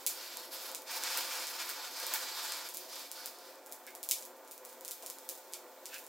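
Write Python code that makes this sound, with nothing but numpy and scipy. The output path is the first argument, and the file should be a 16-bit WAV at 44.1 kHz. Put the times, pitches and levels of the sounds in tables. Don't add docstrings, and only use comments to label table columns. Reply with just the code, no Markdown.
import sys
import numpy as np
from scipy import signal
from scipy.fft import rfft, irfft
from scipy.io import wavfile

SR = 44100
rng = np.random.default_rng(int(sys.argv[2]) if len(sys.argv) > 2 else 0)


def inscribe(sig):
    pcm = np.round(np.clip(np.atleast_2d(sig).T, -1, 1) * 32767)
    wavfile.write(sys.argv[1], SR, pcm.astype(np.int16))


N = 268128
TIME_S = np.arange(N) / SR
FREQUENCIES_HZ = np.maximum(np.arange(N // 2 + 1) * SR / N, 1)
CUTOFF_HZ = 15900


def from_db(db):
    return 10 ** (np.asarray(db) / 20)


def unit_level(x):
    return x / np.sqrt(np.mean(x ** 2) + 1e-20)


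def band(x, low_hz, high_hz, order=1):
    edges_hz = [low_hz, min(high_hz, .47 * SR)]
    return signal.sosfilt(signal.butter(order, edges_hz, "band", fs=SR, output="sos"), x + 1e-18)


def drift(rate_hz):
    points = rng.standard_normal(4096)
    return unit_level(np.interp(TIME_S * rate_hz * 2, np.arange(len(points)), points))


# pitch_hz, width_hz, lift_db
SURROUNDING_RESONANCES = [(238.6, 9.3, 11.5), (260, 12, -7), (279, 16, 9), (345, 30, 4), (360, 9, 9),
                          (386, 24, 5), (505, 40, 9), (531, 16, 11), (562, 13, -8), (587, 12, 6),
                          (603, 10, -6), (632, 18, 5), (663, 18, 8), (681, 10, -5), (722, 33, 7),
                          (872.3, 24, 10.5), (904, 17, 7), (968, 8, 9), (1025, 57, 5), (1195, 20, 6),
                          (1392, 14, 8), (1472, 14, 7), (1630, 20, 5), (1810, 18, 7), (1965, 20, 8),
                          (2085, 60, -6), (2153, 14, 6), (2240, 18, 7), (2396, 20, 7), (2850, 400, -3),
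                          (3535, 25, 4.5), (3655, 25, 3.5), (3980, 25, 3.5), (4289, 18, 5), (4410, 18, 4.5),
                          (4489, 16, 4.5), (4614, 16, 5), (4740, 18, 4), (4985, 25, 3.5), (5350, 300, 2),
                          (5987, 18, 6), (6305, 25, 5), (7350, 320, 3), (9200, 300, 2.5)]
def colouring(spectrum, hz, depth=1):
    points_hz, points_db = np.transpose(spectrum)
    broad_db = np.interp(np.log(hz), np.log(points_hz), points_db)
    resonance_db = sum(lift_db / (1 + (2 * (hz - pitch_hz) / width_hz) ** 2)
                       for pitch_hz, width_hz, lift_db in SURROUNDING_RESONANCES)
    return from_db(broad_db + depth * resonance_db)


def turbulence(spectrum, side_db, wide_above_hz):
    white = rng.standard_normal((2, N))
    middle, side = irfft(rfft(white) * colouring(spectrum, FREQUENCIES_HZ), N)
    side = from_db(side_db) * band(side, wide_above_hz, SR, order=2)
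    return unit_level(middle + np.array([side, -side]))


# delay_s, left_db, right_db
CLOSE_ECHOES = [(.0058, -9.0, -4.0), (.0068, -6.5, -19.0), (.0078, -16.0, -15.0), (.0093, -13.0, -18.0)]
# pitch_hz, relative_db
TAIL_SPECTRUM = [(150, -8), (1500, -16), (2200, 6.5), (4500, 0.1), (6500, -0.5), (10000, -1.7),
                 (15500, 2.5), (20000, -13)]
def room_echoes(resonance_depth=0, fade_60db_s=0.25, build_s=0.0034, tail_db=2.27, side_db=-9):
    t = np.arange(SR // 3) / SR
    fade = from_db(-60 * t / fade_60db_s) * (1 - np.exp(-(t / build_s) ** 2))
    hz = np.maximum(np.fft.rfftfreq(len(t), 1 / SR), 1)
    colour = colouring(TAIL_SPECTRUM, hz, resonance_depth)
    noise = irfft(rfft(rng.standard_normal((2, len(t)))) * colour, len(t))
    middle, side = noise * fade / np.linalg.norm(fade)
    side = from_db(side_db) * band(side, 2800, SR, order=2)
    answer = from_db(tail_db) * np.array([middle + side, middle - side])
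    for delay_s, left_db, right_db in CLOSE_ECHOES:
        answer[:, round(delay_s * SR)] += from_db([left_db, right_db])
    return answer


# pitch_hz, relative_db
RUSH_SPECTRUM = [(20, -33), (90, -37), (150, -32.5), (200, -25), (250, -12), (300, -8), (480, -4.5),
                 (580, -3.5), (700, -4.5), (1000, -7), (1300, -10.5), (1700, -15.5), (2300, -17),
                 (4000, -37), (9000, -62)]
# peak_s, lift_db
RUSH_SWELLS = [(0.07, 3.5), (0.27, -5), (0.94, 3), (1.17, 4), (1.4, 3.5), (2.04, 4), (2.32, -2.5),
               (3.46, -2), (3.71, 3), (4.3, 0.5), (4.97, -5), (5.05, 3.5), (5.13, -2), (5.57, 3),
               (5.66, 4.5), (5.76, -1.5), (5.84, 1.5)]
def flames(start_db=-55, fade_db_per_s=0.33, swell_s=0.03, flutter_db=1.0):
    swell_db = sum(lift_db * np.exp(-((TIME_S - peak_s) / swell_s) ** 2)
                   for peak_s, lift_db in RUSH_SWELLS)
    level_db = start_db - fade_db_per_s * TIME_S + swell_db + flutter_db * drift(14)
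    return from_db(level_db) * turbulence(RUSH_SPECTRUM, side_db=-33.5, wide_above_hz=1200)


# pitch_hz, relative_db
SIZZLE_SPECTRUM = [(200, -44), (2000, -5), (3500, -0.5), (5500, -2.5), (7400, -1), (10300, -6), (13000, 1),
                   (15500, 2)]
# time_s, level_db
SIZZLE_LOUDNESS = [(0, -51.5), (0.45, -80), (0.6, -62), (0.85, -56), (2.0, -58.5), (2.799, -54),
                   (3.35, -62), (3.53, -57.5), (3.61, -62.5), (3.8, -59.5), (4.25, -58.5), (4.38, -62),
                   (4.46, -59), (4.63, -60), (4.71, -55.5), (4.78, -59.5), (5.0, -54), (5.45, -57),
                   (5.66, -59), (5.82, -58.5), (5.95, -51), (6.08, -60)]
def wood_sizzle():
    level_db = np.interp(TIME_S, *np.transpose(SIZZLE_LOUDNESS))
    return from_db(level_db) * turbulence(SIZZLE_SPECTRUM, side_db=-4.5, wide_above_hz=2500)


# peak_s, tone_db, rise_s, fade_60db_s, low_pitch_hz, high_pitch_hz
GAS_PUFFS = [(3.875, -52, 0.0033, 0.2, 1630, 2200), (5.942, -50.5, 0.022, 0.22, 1530, 1630),
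             (5.945, -46.5, 0.016, 0.15, 2570, 2700)]
def gas_puffs(width_ratio=1.078, hiss_vs_tone_db=-3.0):
    out = np.zeros(N)
    for peak_s, tone_db, rise_s, fade_60db_s, *pitches_hz in GAS_PUFFS:
        white = rng.standard_normal(N)
        tone = sum(band(white, hz / width_ratio, hz * width_ratio, order=2) for hz in pitches_hz)
        hiss = band(rng.standard_normal(N), 1400, 6500, order=2)
        rise = np.exp(np.minimum(TIME_S - peak_s, 0) / rise_s)
        fall = from_db(tone_db - 60 * np.clip(TIME_S - peak_s, 0, 1) / fade_60db_s)
        out += rise * fall * (unit_level(tone) + from_db(hiss_vs_tone_db) * unit_level(hiss))
    return out


# start_s, rise_s, burn_s, strength_db, extra_roar_db, extra_rasp_db, extra_fizz_db
HEAD_FLARES = [(-0.1, 0.04, 0.057, -52.5, 6, 0, -2), (0.08, 0.02, 0.35, -49.5, -0.5, -1, 2),
               (0.503, 0.026, 0.18, -48, -2, -4, 3), (0.6, 0.05, 0.11, -54, 6.5, -8, -1),
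               (0.855, 0.048, 0.57, -45, 1.5, 2, -2), (1.0, 0.06, 0.21, -43.5, 1, 3.5, -15),
               (1.3, 0.023, 0.13, -46, 0.5, 4, -6), (1.451, 0.049, 0.42, -46.5, 1.5, -1, 1),
               (1.579, 0.0095, 0.033, -50, 4, 9, -12), (1.895, 0.088, 0.66, -43.5, -2, -3.5, -5),
               (2.09, 0.027, 0.057, -46, 6.5, 6.5, -2), (2.34, 0.011, 0.32, -48, 3, -1, -0.5),
               (2.73, 0.054, 0.1, -53.5, -5, -3, 0), (2.875, 0.055, 0.14, -48, -2, -3, -1),
               (3.12, 0.029, 0.15, -50.5, -0.5, -5.5, -4), (3.32, 0.034, 0.18, -59, 6.5, -3, 3)]
def blaze(full_blaze_db=-42.5, sag_db_per_s=2, fade_60db_s=0.5, roar_growth=1.41, rasp_growth=1.04):
    power = np.zeros((4, N))
    for start_s, rise_s, burn_s, strength_db, extra_roar_db, extra_rasp_db, extra_fizz_db in HEAD_FLARES:
        age_s = np.maximum(TIME_S - start_s, 0)
        fall_db = sag_db_per_s * age_s + 60 * np.maximum(age_s - burn_s, 0) / fade_60db_s
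        hiss = np.minimum(age_s / rise_s, 1) * from_db(strength_db - full_blaze_db - fall_db)
        roar = from_db(extra_roar_db) * hiss ** roar_growth
        rasp = from_db(extra_rasp_db) * hiss ** rasp_growth
        fizz = from_db(extra_fizz_db) * hiss
        power += np.array([hiss, roar, rasp, fizz]) ** 2
    return np.sqrt(power)


def tray_bounce(sound, delay_s=0.00023, swing_s=0.00002, share=0.17):
    samples = np.arange(N)
    lag = (delay_s + swing_s * drift(2.96)) * SR
    return sound + share * np.array([np.interp(samples - lag, samples, channel) for channel in sound])


# pitch_hz, relative_db
HISS_SPECTRUM = [(200, -43), (1200, -50), (2200, -13), (2900, -0.5), (3600, 1), (4950, 4.5), (6000, 0),
                 (8000, -3.5), (10000, -8.5), (12000, -5.5), (15500, -11)]
FIZZ_SPECTRUM = [(3000, -49), (5500, -5), (6800, -19), (8500, -15), (10200, -2), (11800, 1.5), (13500, 0),
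                 (15500, -2)]
RASP_SPECTRUM = [(500, -39.5), (1500, -9), (2200, 2), (3100, 1), (4500, -8), (6500, -1), (10000, -15)]
ROAR_SPECTRUM = [(250, -50), (450, -25), (700, -4.5), (950, 1), (1500, 4), (2000, -2), (2600, -2.5),
                 (3500, -4.5), (6000, -36)]
def match_jets(hiss_db=-42.97, fizz_db=-48, rasp_db=-49, roar_db=-45.5, ember_db=-66, sputter_db=1.1):
    hiss_strength, roar_strength, rasp_strength, fizz_strength = blaze()
    roar_gain = from_db(roar_db + 0.36 * drift(12)) * roar_strength
    roar_gain = np.hypot(roar_gain, from_db(ember_db))
    sputter = from_db(sputter_db * drift(40))
    hiss_gain = from_db(hiss_db + 0.3 * drift(3.61)) * hiss_strength
    hiss = hiss_gain * turbulence(HISS_SPECTRUM, side_db=-9.5, wide_above_hz=2100)
    fizz_gain = from_db(fizz_db + 2.0 * drift(12)) * fizz_strength
    fizz = fizz_gain * turbulence(FIZZ_SPECTRUM, side_db=-14.5, wide_above_hz=1700)
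    rasp_gain = from_db(rasp_db + 1.6 * drift(14)) * rasp_strength
    rasp = rasp_gain * turbulence(RASP_SPECTRUM, side_db=-18, wide_above_hz=5700)
    roar = roar_gain * turbulence(ROAR_SPECTRUM, side_db=-50, wide_above_hz=270)
    return sputter * (tray_bounce(hiss + fizz) + rasp), sputter * roar


def fibre_crack(clicks, pitch_hz, width_ratio=1.71, bass_cut_ratio=0.31, ring_hz=7200, ring_share=0.34):
    def swing(x):
        x = band(x, pitch_hz / width_ratio, pitch_hz * width_ratio)
        x = band(x, bass_cut_ratio * pitch_hz, SR, order=2)
        return x + ring_share * band(x, ring_hz / 1.075, ring_hz * 1.02)
    one_crack = band(swing(signal.unit_impulse(256)), 20, CUTOFF_HZ, order=2)
    return swing(clicks) / np.linalg.norm(one_crack)


def ember_ticks(ticks_per_s=45, base_db=-46, spread_db=1.5, flare_lift_db=19.5):
    flaring = np.minimum(blaze()[0], 1)
    has_tick = rng.random(N) < ticks_per_s * from_db(3 * drift(4)) / SR
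    scatter_db = spread_db * np.minimum(rng.exponential(1, N), 3.5)
    clicks = has_tick * from_db(base_db + scatter_db + flare_lift_db * flaring)
    pitches_hz = np.geomspace(5500, 11500, num=4)
    pitch_choice = rng.integers(0, len(pitches_hz), N)
    return sum(fibre_crack(clicks * (pitch_choice == k), hz) for k, hz in enumerate(pitches_hz))


# start_s, strength_db, pitch_hz, extra_room_db
STICK_SNAPS = [(0.0651, -2.5, 9100, -0.3), (0.3712, -13.5, 9000, -12), (0.716, -18.5, 12000, -9),
               (0.7488, -11.5, 7060, -3.5), (0.821, -24.5, 10060, -11), (0.9113, -20, 9550, 2),
               (0.962, -17.5, 10800, 2), (1.0373, -9, 6500, -8), (1.1034, -18, 9000, 1),
               (1.1743, -6.5, 12600, -4.5), (1.4701, -14.5, 5970, -2), (1.6172, -17, 5530, -14),
               (1.6732, -24, 9900, -6), (1.6929, -15, 10000, 1.5), (2.001, -15.5, 11500, -13),
               (2.0672, -11.5, 13800, -5), (2.1387, -4.5, 14100, -3), (2.5218, -11.5, 6900, -14),
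               (2.6893, -17.5, 9020, -1.5), (2.74, -21.5, 11000, 6), (2.7714, -13, 9900, -5),
               (2.8913, -27, 10000, -3.5), (2.9585, -22, 10000, -5), (2.9946, -23, 10000, -5),
               (3.1158, -14, 9150, -5.5), (3.2598, -12, 11000, -4.5), (3.3871, -29, 9500, -8.5),
               (3.557, -33, 9500, -27), (3.6624, -25, 10500, -2), (3.6962, -33, 10000, -8),
               (3.7165, -26, 10700, -2), (3.7241, -16.5, 9900, -3.5), (3.867, -23.5, 11500, -3),
               (3.9066, -30, 10000, -4), (3.9515, -19.5, 9300, -4), (4.0302, -14.5, 9300, -0.5),
               (4.0896, -7.5, 10900, -3), (4.1121, 0, 8050, -2.5), (4.1849, -21, 8900, -5),
               (4.209, -26, 9300, -1), (4.2252, -21, 7000, -2), (4.2526, -22.5, 11200, -1.5),
               (4.4492, -36, 10000, -7), (4.477, -30, 8500, -2), (4.5122, -22, 10500, 1.5),
               (4.579, -25, 10900, -6), (4.651, -20.5, 10600, -3.5), (4.691, -29, 10000, 1),
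               (4.729, -27.5, 10000, -4), (4.81, -22.5, 10700, -7), (4.8496, -16.5, 8500, -3),
               (4.88, -14.5, 8700, -3.5), (4.9109, -13, 9700, -2), (5.025, -23.5, 8000, -1),
               (5.029, -28, 10700, -2.5), (5.0627, -15, 8800, -3.5), (5.1009, -13.5, 8750, -5.5),
               (5.186, -22.5, 8400, -7), (5.2906, -11, 9500, -2), (5.353, -26, 8800, -3),
               (5.3766, -28, 10200, 1), (5.5243, -27, 9000, 1), (5.536, -12.5, 6940, -4),
               (5.8568, -16.5, 7200, -2.5), (5.9434, -19.5, 9450, -2), (5.983, -24, 10000, 0),
               (5.9941, -29, 10000, -3), (6.0406, -30, 10000, 0), (6.0663, -24.5, 10000, -6)]
def stick_snaps(trim_db=-2.52):
    out = np.zeros((2, N + SR))
    for start_s, strength_db, pitch_hz, extra_room_db in STICK_SNAPS:
        pulse = from_db(strength_db + trim_db) * fibre_crack(signal.unit_impulse(256), pitch_hz)
        paths = from_db(extra_room_db) * room_echoes(resonance_depth=1.2)
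        paths[:, 0] += 1
        heard = signal.fftconvolve(pulse[None], paths, axes=1)
        start = round(start_s * SR)
        out[:, start:start + heard.shape[1]] += heard
    return out[:, :N]


def scene(lean_right_db=0.4, hiss_to_room_db=-12):
    jets, roar = match_jets()
    hiss = jets + wood_sizzle() + gas_puffs()
    ticks = ember_ticks()
    to_room = ticks + from_db(hiss_to_room_db) * hiss.mean(axis=0)
    room = signal.fftconvolve(to_room[None], room_echoes(), axes=1)[:, :N]
    balance = from_db([[-lean_right_db], [lean_right_db]])
    return (hiss + stick_snaps() + ticks + room) * balance + roar + flames()


def record(dry):
    return irfft(rfft(dry) / (1 + (FREQUENCIES_HZ / CUTOFF_HZ) ** 120), N)


dry = scene()
out = record(dry)
inscribe(out)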